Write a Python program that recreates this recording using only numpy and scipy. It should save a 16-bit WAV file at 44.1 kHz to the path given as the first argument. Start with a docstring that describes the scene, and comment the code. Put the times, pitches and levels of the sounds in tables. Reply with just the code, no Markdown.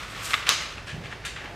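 """A desk in a small room, heard close up: a stack of thin drawing paper is rolled off the fingers.
Clumped friction noise makes the sliding sheets and hissing edges; pitched pops with crackle make the flaps.
The last sheet snaps flat, a noise crack over short modes, and a pulse sets the room ringing.
Then the hand brushes about in short strokes of friction and bumps the desk softly with low swings.
Filtered noise lays a low room rumble under everything."""
import sys
import numpy as np
from scipy import signal
from scipy.fft import rfft, irfft
from scipy.io import wavfile

SR = 44100
rng = np.random.default_rng(int(sys.argv[2]) if len(sys.argv) > 2 else 0)


def put_to_file(sound):
    """Save the sound as 16-bit audio at rate SR, in the file named by the first command-line argument."""
    columns = np.atleast_2d(sound).T  # one column per channel
    safe = np.clip(columns, -1, 1)
    whole_steps = np.round(safe * 32767)
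    wavfile.write(sys.argv[1], SR, whole_steps.astype(np.int16))


N = 68355
TIME = np.arange(N) / SR  # seconds

# Room rumble and hiss: (frequency [Hz], relative level [dB])
FLOOR_SPECTRUM = [(15, -28), (26, -14), (38, -5), (60, 5), (78, -5), (100, 1), (160, -5.5), (250, -10.5),
                  (500, -10), (1000, -14.5), (1800, -13.5), (3000, -20.5), (5000, -23.5), (8000, -34.5),
                  (12000, -41.5), (16000, -54)]
FLOOR_DB = -42.5

# Sheets sliding over each other: (time [s], level [dB])
SLIDE_LEVEL = [(0, -37.5), (.03, -36.5), (.07, -42.5), (.18, -38.5), (.25, -36.5), (.33, -33.5), (.42, -36),
               (.46, -39.5), (.469, -27.5), (.48, -31), (.49, -22), (.53, -31), (.58, -40.5), (.62, -32.5),
               (.68, -41.5), (.76, -44.5)]
# Tone of the sliding faces: (frequency [Hz], relative level [dB])
SLIDE_SPECTRUM = [(200, -20.5), (850, -7.5), (1200, 3), (1600, 0), (2200, 0), (3500, -4.5), (5000, -11.5),
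                  (8000, -19), (11000, -27.5), (16000, -36)]
# Sheet edges running off the thumb: (time [s], level [dB])
EDGE_LEVEL = [(0, -56), (.08, -58), (.11, -50.5), (.15, -56), (.225, -47), (.25, -34), (.29, -40),
              (.335, -38), (.36, -45), (.42, -54)]
# Tone of the edge hiss: (frequency [Hz], relative level [dB])
EDGE_SPECTRUM = [(1000, -28), (3000, -2.5), (6000, -2), (8000, 1.5), (9500, -8), (13000, -8), (16000, -30)]

# Sheets buckling: (start [s], level [dB], main pitch [Hz], crackle decay [s])
FLAP_EVENTS = [(0.3063, -21.5, 2860, 0.0041), (0.326, -47, 1930, .005), (.3340, -12.5, 2030, 0.0028),
               (0.3394, -8.5, 2010, 0.0037), (0.3476, -21, 1970, 0.0046), (.4235, -41, 2040, 0.0047),
               (0.469, -23.5, 2610, 0.0057), (0.476, -31, 3000, 0.0027), (0.7807, -26.5, 2510, 0.0018),
               (1.057, -33.5, 2320, 0.0021), (1.1256, -31.5, 1720, 0.0052), (1.3612, -30.5, 1870, 0.0067),
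               (1.456, -34, 2370, .005)]
# Tone of the crackle, for a flap at the reference pitch: (frequency [Hz], relative level [dB])
FLAP_SPECTRUM = [(150, -35), (600, -15), (900, -18.5), (1100, 3.5), (1500, -2.5), (2000, 2), (2800, -1),
                 (3600, -3), (4600, -15.5), (8000, -28), (16000, -59)]
FLAP_REFERENCE_HZ = 2000
FLAP_RISE_S, FLAP_RING_PEAK_S = 0.0013, 0.00068
FLAP_RING_DB, FLAP_CRACKLE_DB = -4, 0

# Ringing of the taut sheet: (frequency [Hz], relative level [dB], time to fall 60 dB [s])
TAUT_SHEET_MODES = [(1125, -24, 0.09), (1205, -18, 0.042), (2110, -16, 0.017), (3000, -17, 0.0065),
                    (3820, 1.5, 0.01), (4650, 1.5, 0.0044), (5980, 4.5, 0.0028), (7330, -4, .007),
                    (9260, -7.5, 0.0052), (13000, -18, 0.0042)]
# Tone of the crack: (frequency [Hz], relative level [dB])
CRACK_SPECTRUM = [(100, -7), (400, -28), (850, -27), (1200, 11.5), (1700, -13.5), (3500, 0), (7000, -5.5),
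                  (11000, -11.5), (14000, -29), (16000, -12)]
# What the whole sheet radiates towards the walls: (frequency [Hz], relative level [dB])
SPREAD_SPECTRUM = [(100, -19), (350, -8.5), (950, -10.5), (1150, -8), (1600, -1), (2400, 0.5), (3500, 4.5),
                   (5000, 0), (6400, -1), (9000, -11), (11000, -15), (14500, -22), (16000, -31)]
SNAP_START_S, CRACK_DECAY_S = .49155, 0.0022
SNAP_RING_DB, CRACK_DB, SPREAD_DB = -4, -12, 13

# Hand brushing past paper and desk:
# (start [s], rise [s], hold [s], decay [s], level [dB], treble tilt [dB per octave])
BRUSH_STROKES = [(0.76, 0.017, .008, 0.027, -41.5, 0.5), (0.864, 0.0088, 0.027, 0.03, -38.5, 3),
                 (1.033, .01, .025, 0.018, -41.5, 1.5), (1.097, .015, 0.022, 0.017, -41, 0.5),
                 (1.236, .004, 0.021, 0.016, -43, -1.5), (1.2494, 0.0015, 0.0073, 0.03, -31.5, 7),
                 (1.359, 0.0025, 0.0095, 0.057, -37, -0.5), (1.439, 0.0046, 0.0083, 0.028, -42.5, 0)]
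# Tone of a stroke before its tilt: (frequency [Hz], relative level [dB])
BRUSH_SPECTRUM = [(200, -22.5), (700, -11.5), (1100, -2), (1450, 1), (1680, 4), (2000, 0.5), (2750, -0.5),
                  (3400, -5), (4200, -11), (5300, -18.5), (7600, -20), (11000, -33.5), (14500, -48),
                  (16000, -50)]
TILT_PIVOT_HZ = 2150

# Soft bumps on the desk: (start [s], level [dB], pitch [Hz])
DESK_BUMPS = [(0.929, -31, 112), (0.9426, -27.5, 138), (0.978, -31, 150), (1.003, -35.5, 170),
              (1.043, -35, 120)]
BUMP_PEAK_S = 0.0051
# Dull rubbing of the arm on the desk: (time [s], level [dB])
RUB_LEVEL = [(.9, -71), (.97, -43), (1.03, -47), (1.12, -49.5), (1.22, -56)]
# Tone of the rubbing: (frequency [Hz], relative level [dB])
RUB_SPECTRUM = [(60, -8.5), (200, 2), (450, -1.5), (750, -7), (1200, -15), (3000, -39)]
# A hollow scuff on the desk: (time [s], level [dB])
SCUFF_LEVEL = [(1.34, -61), (1.41, -54), (1.448, -40.5), (1.475, -47), (1.55, -46.5)]
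# Tone of the scuff: (frequency [Hz], relative level [dB])
SCUFF_SPECTRUM = [(120, -31.5), (300, -3), (500, -5.5), (750, 1.5), (1200, -11), (3000, -39)]

# Reverberation time: (frequency [Hz], time to fall 60 dB [s])
ROOM_DECAY = [(200, 1), (800, 0.17), (2000, 0.69), (5500, 0.56), (9000, 0.47), (15000, 0.35)]
# Tone of the reflections: (frequency [Hz], level [dB])
ROOM_SPECTRUM = [(100, -13.5), (800, 8), (1300, -3), (2600, -1.5), (4000, -2), (6500, 0), (9000, -5),
                 (16000, -12)]
FIRST_ECHO_S, EARLY_DECAY_S, EARLY_DB = .0045, 0.011, -8

# Level sent to the room [dB]
SNAP_WET_DB, FLAP_WET_DB, SLIDE_WET_DB, BRUSH_WET_DB = -7.5, -11, -9, -2
# Level sent to the left-right difference of the reflections [dB]
SNAP_WIDTH_DB, FLAP_WIDTH_DB, BRUSH_WIDTH_DB, LOW_WIDTH_DB = -18.5, -25, -19.5, -23
# Off-centre direct sound, and right over left for the direct low sounds [dB]
OFF_CENTRE_DB, BASS_LEAN_DB = -19, 1.7
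CUTOFF_HZ = 15650


def amp(db):
    """Turns decibels into gain."""
    return 10 ** (np.asarray(db) / 20)


def unit(x):
    """Scales to rms 1."""
    return x / np.sqrt(np.mean(x ** 2) + 1e-20)


def read(points, hz):
    """Reads a table on a log-frequency axis."""
    f, value = np.transpose(points)
    return np.interp(np.log(hz + 1), np.log(f + 1), value)


def level(points):
    """Gain over time from a level curve: the first level holds before it, -100 dB follows it."""
    s, db = np.transpose(points)
    return amp(np.interp(TIME, s, db, right=-100))


def coloured(x, points, tilt_db=0):
    """Causal, minimum-phase filter of unit power with the given spectrum, tilted per octave."""
    hz = abs(np.fft.fftfreq(4096, 1 / SR))
    octaves = np.log2(np.maximum(hz / TILT_PIVOT_HZ, .5))
    gain = unit(amp(read(points, hz) + tilt_db * octaves))
    minimum_phase = np.exp(np.conj(signal.hilbert(np.log(gain))))
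    taps = np.fft.ifft(minimum_phase).real
    return signal.fftconvolve(x, taps[:len(taps) // 2])[:len(x)]


def friction(grain_db, flutter_db, flutter_hz):
    """Dense tiny slips of uneven size whose level flutters, so that they come in clumps."""
    slips, sizes, clumps = rng.standard_normal((3, N))
    slow = np.fft.rfftfreq(N, 1 / SR) < flutter_hz
    clumps = unit(irfft(rfft(clumps) * slow, N))
    slip_db = grain_db * np.clip(sizes, -2, 2) + flutter_db * clumps
    return unit(slips * amp(slip_db))


def since(start):
    """Seconds since an event began, zero before it."""
    return np.maximum(TIME - start, 0)


def swing(t, hz, peak_s):
    """A sine that swells to its peak and dies away."""
    envelope = t / peak_s * np.exp(1 - t / peak_s)
    return envelope * np.sin(2 * np.pi * hz * t)


def floor():
    """Steady rumble and hiss of the room, as filtered noise."""
    return amp(FLOOR_DB) * unit(coloured(rng.standard_normal(N), FLOOR_SPECTRUM))


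def sliding():
    """Sheet rubs on sheet in tiny slips while the edges hiss off the thumb."""
    face_slips = friction(grain_db=3, flutter_db=1.5, flutter_hz=127)
    edge_slips = friction(grain_db=2, flutter_db=1.5, flutter_hz=201)
    faces = coloured(face_slips * level(SLIDE_LEVEL), SLIDE_SPECTRUM)
    edges = coloured(edge_slips * level(EDGE_LEVEL), EDGE_SPECTRUM)
    return faces + edges


def room(x):
    """Reflections off desk and walls, strongest early; the tail's decay time varies with frequency."""
    t = TIME[:SR]
    early_boost = 1 + amp(EARLY_DB) * np.exp(-t / EARLY_DECAY_S)
    taps = rng.standard_normal(SR) * (t > FIRST_ECHO_S) * early_boost
    # each band dies at its own rate
    hz, s, bands = signal.stft(taps, SR, nperseg=256)
    bands = bands * np.exp(-np.log(1000) * s / read(ROOM_DECAY, hz)[:, None])
    tail = signal.istft(bands, SR)[1]
    tail = tail / np.linalg.norm(tail)
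    colour = amp(read(ROOM_SPECTRUM, np.fft.rfftfreq(len(tail), 1 / SR)))
    tail = irfft(rfft(tail) * colour)
    return signal.fftconvolve(x, tail)[:N]


def flaps():
    """Each buckle is a brief pitched pop with a burst of crackle; a higher pop has higher crackle."""
    out = np.zeros(N)
    for start, db, hz, decay in FLAP_EVENTS:
        t = since(start)
        pop = swing(t, hz, FLAP_RING_PEAK_S)
        burst = np.minimum(t / FLAP_RISE_S, 1) * np.exp(-t / decay) * rng.standard_normal(N)
        shift = np.sqrt(hz / FLAP_REFERENCE_HZ)
        colour = [(f * shift, band_db) for f, band_db in FLAP_SPECTRUM]
        crackle = coloured(burst, colour)
        out += amp(db) * (amp(FLAP_RING_DB) * pop + amp(FLAP_CRACKLE_DB) * crackle)
    return out


def snap():
    """The sheet pops taut: a noise crack and a few very short modes."""
    t = since(SNAP_START_S)
    ring = np.zeros(N)
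    for hz, db, t60 in TAUT_SHEET_MODES:
        ring += amp(db) * np.exp(-np.log(1000) * t / t60) * np.sin(2 * np.pi * hz * t)
    burst = (t > 0) * np.exp(-t / CRACK_DECAY_S) * rng.standard_normal(N)
    crack = coloured(burst, CRACK_SPECTRUM)
    return amp(CRACK_DB) * crack - amp(SNAP_RING_DB) * ring


def spread():
    """The snap as the walls receive it: one broadband filtered pulse."""
    pulse = signal.unit_impulse(N, round(SNAP_START_S * SR))
    return amp(SPREAD_DB) * coloured(pulse, SPREAD_SPECTRUM)


def brushes():
    """Short strokes of friction that rise, hold and decay, each with its own treble tilt."""
    out = np.zeros(N)
    for start, rise, hold, decay, db, tilt_db in BRUSH_STROKES:
        envelope = np.minimum(since(start) / rise, 1) * np.exp(-since(start + rise + hold) / decay)
        stroke = envelope * friction(grain_db=5, flutter_db=1.0, flutter_hz=149)
        out += amp(db) * coloured(stroke, BRUSH_SPECTRUM, tilt_db)
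    return out


def desk():
    """The desk top takes bumps as low damped swings, rubbing and a scuff as dull friction."""
    bumps = sum(-amp(db) * swing(since(start), hz, BUMP_PEAK_S) for start, db, hz in DESK_BUMPS)
    rub_slips = friction(grain_db=5, flutter_db=2.5, flutter_hz=60)
    scuff_slips = friction(grain_db=4.5, flutter_db=2.0, flutter_hz=59.7)
    rub = coloured(rub_slips * level(RUB_LEVEL), RUB_SPECTRUM)
    scuff = coloured(scuff_slips * level(SCUFF_LEVEL), SCUFF_SPECTRUM)
    return bumps + rub + scuff


def scene():
    """Nearly mono: reflections add width, snap and brushes sit off centre, direct lows lean right."""
    low = floor() + desk()
    slide, flapping, crack, outward, strokes = sliding(), flaps(), snap(), spread(), brushes()

    send = amp(SLIDE_WET_DB) * slide + amp(BRUSH_WET_DB) * strokes
    send = send + amp(FLAP_WET_DB) * flapping + amp(SNAP_WET_DB) * crack + outward
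    mid = slide + strokes + flapping + crack + room(send)

    side_send = amp(SNAP_WIDTH_DB) * outward + amp(FLAP_WIDTH_DB) * flapping
    side_send = side_send + amp(BRUSH_WIDTH_DB) * strokes + amp(LOW_WIDTH_DB) * low
    side = room(side_send) + amp(OFF_CENTRE_DB) * (strokes + crack)

    left = mid + side + low * amp(-BASS_LEAN_DB / 2)
    right = mid - side + low * amp(BASS_LEAN_DB / 2)
    return np.array([left, right])


def record(dry):
    """The input clips peaks flat, then a steep low-pass limits the band."""
    clipped = np.clip(dry, -.93, .93)
    lowpass = signal.firwin(511, CUTOFF_HZ, window=("kaiser", 9), fs=SR)
    return signal.oaconvolve(clipped, lowpass[None], "same")


dry = scene()
out = record(dry)
put_to_file(out)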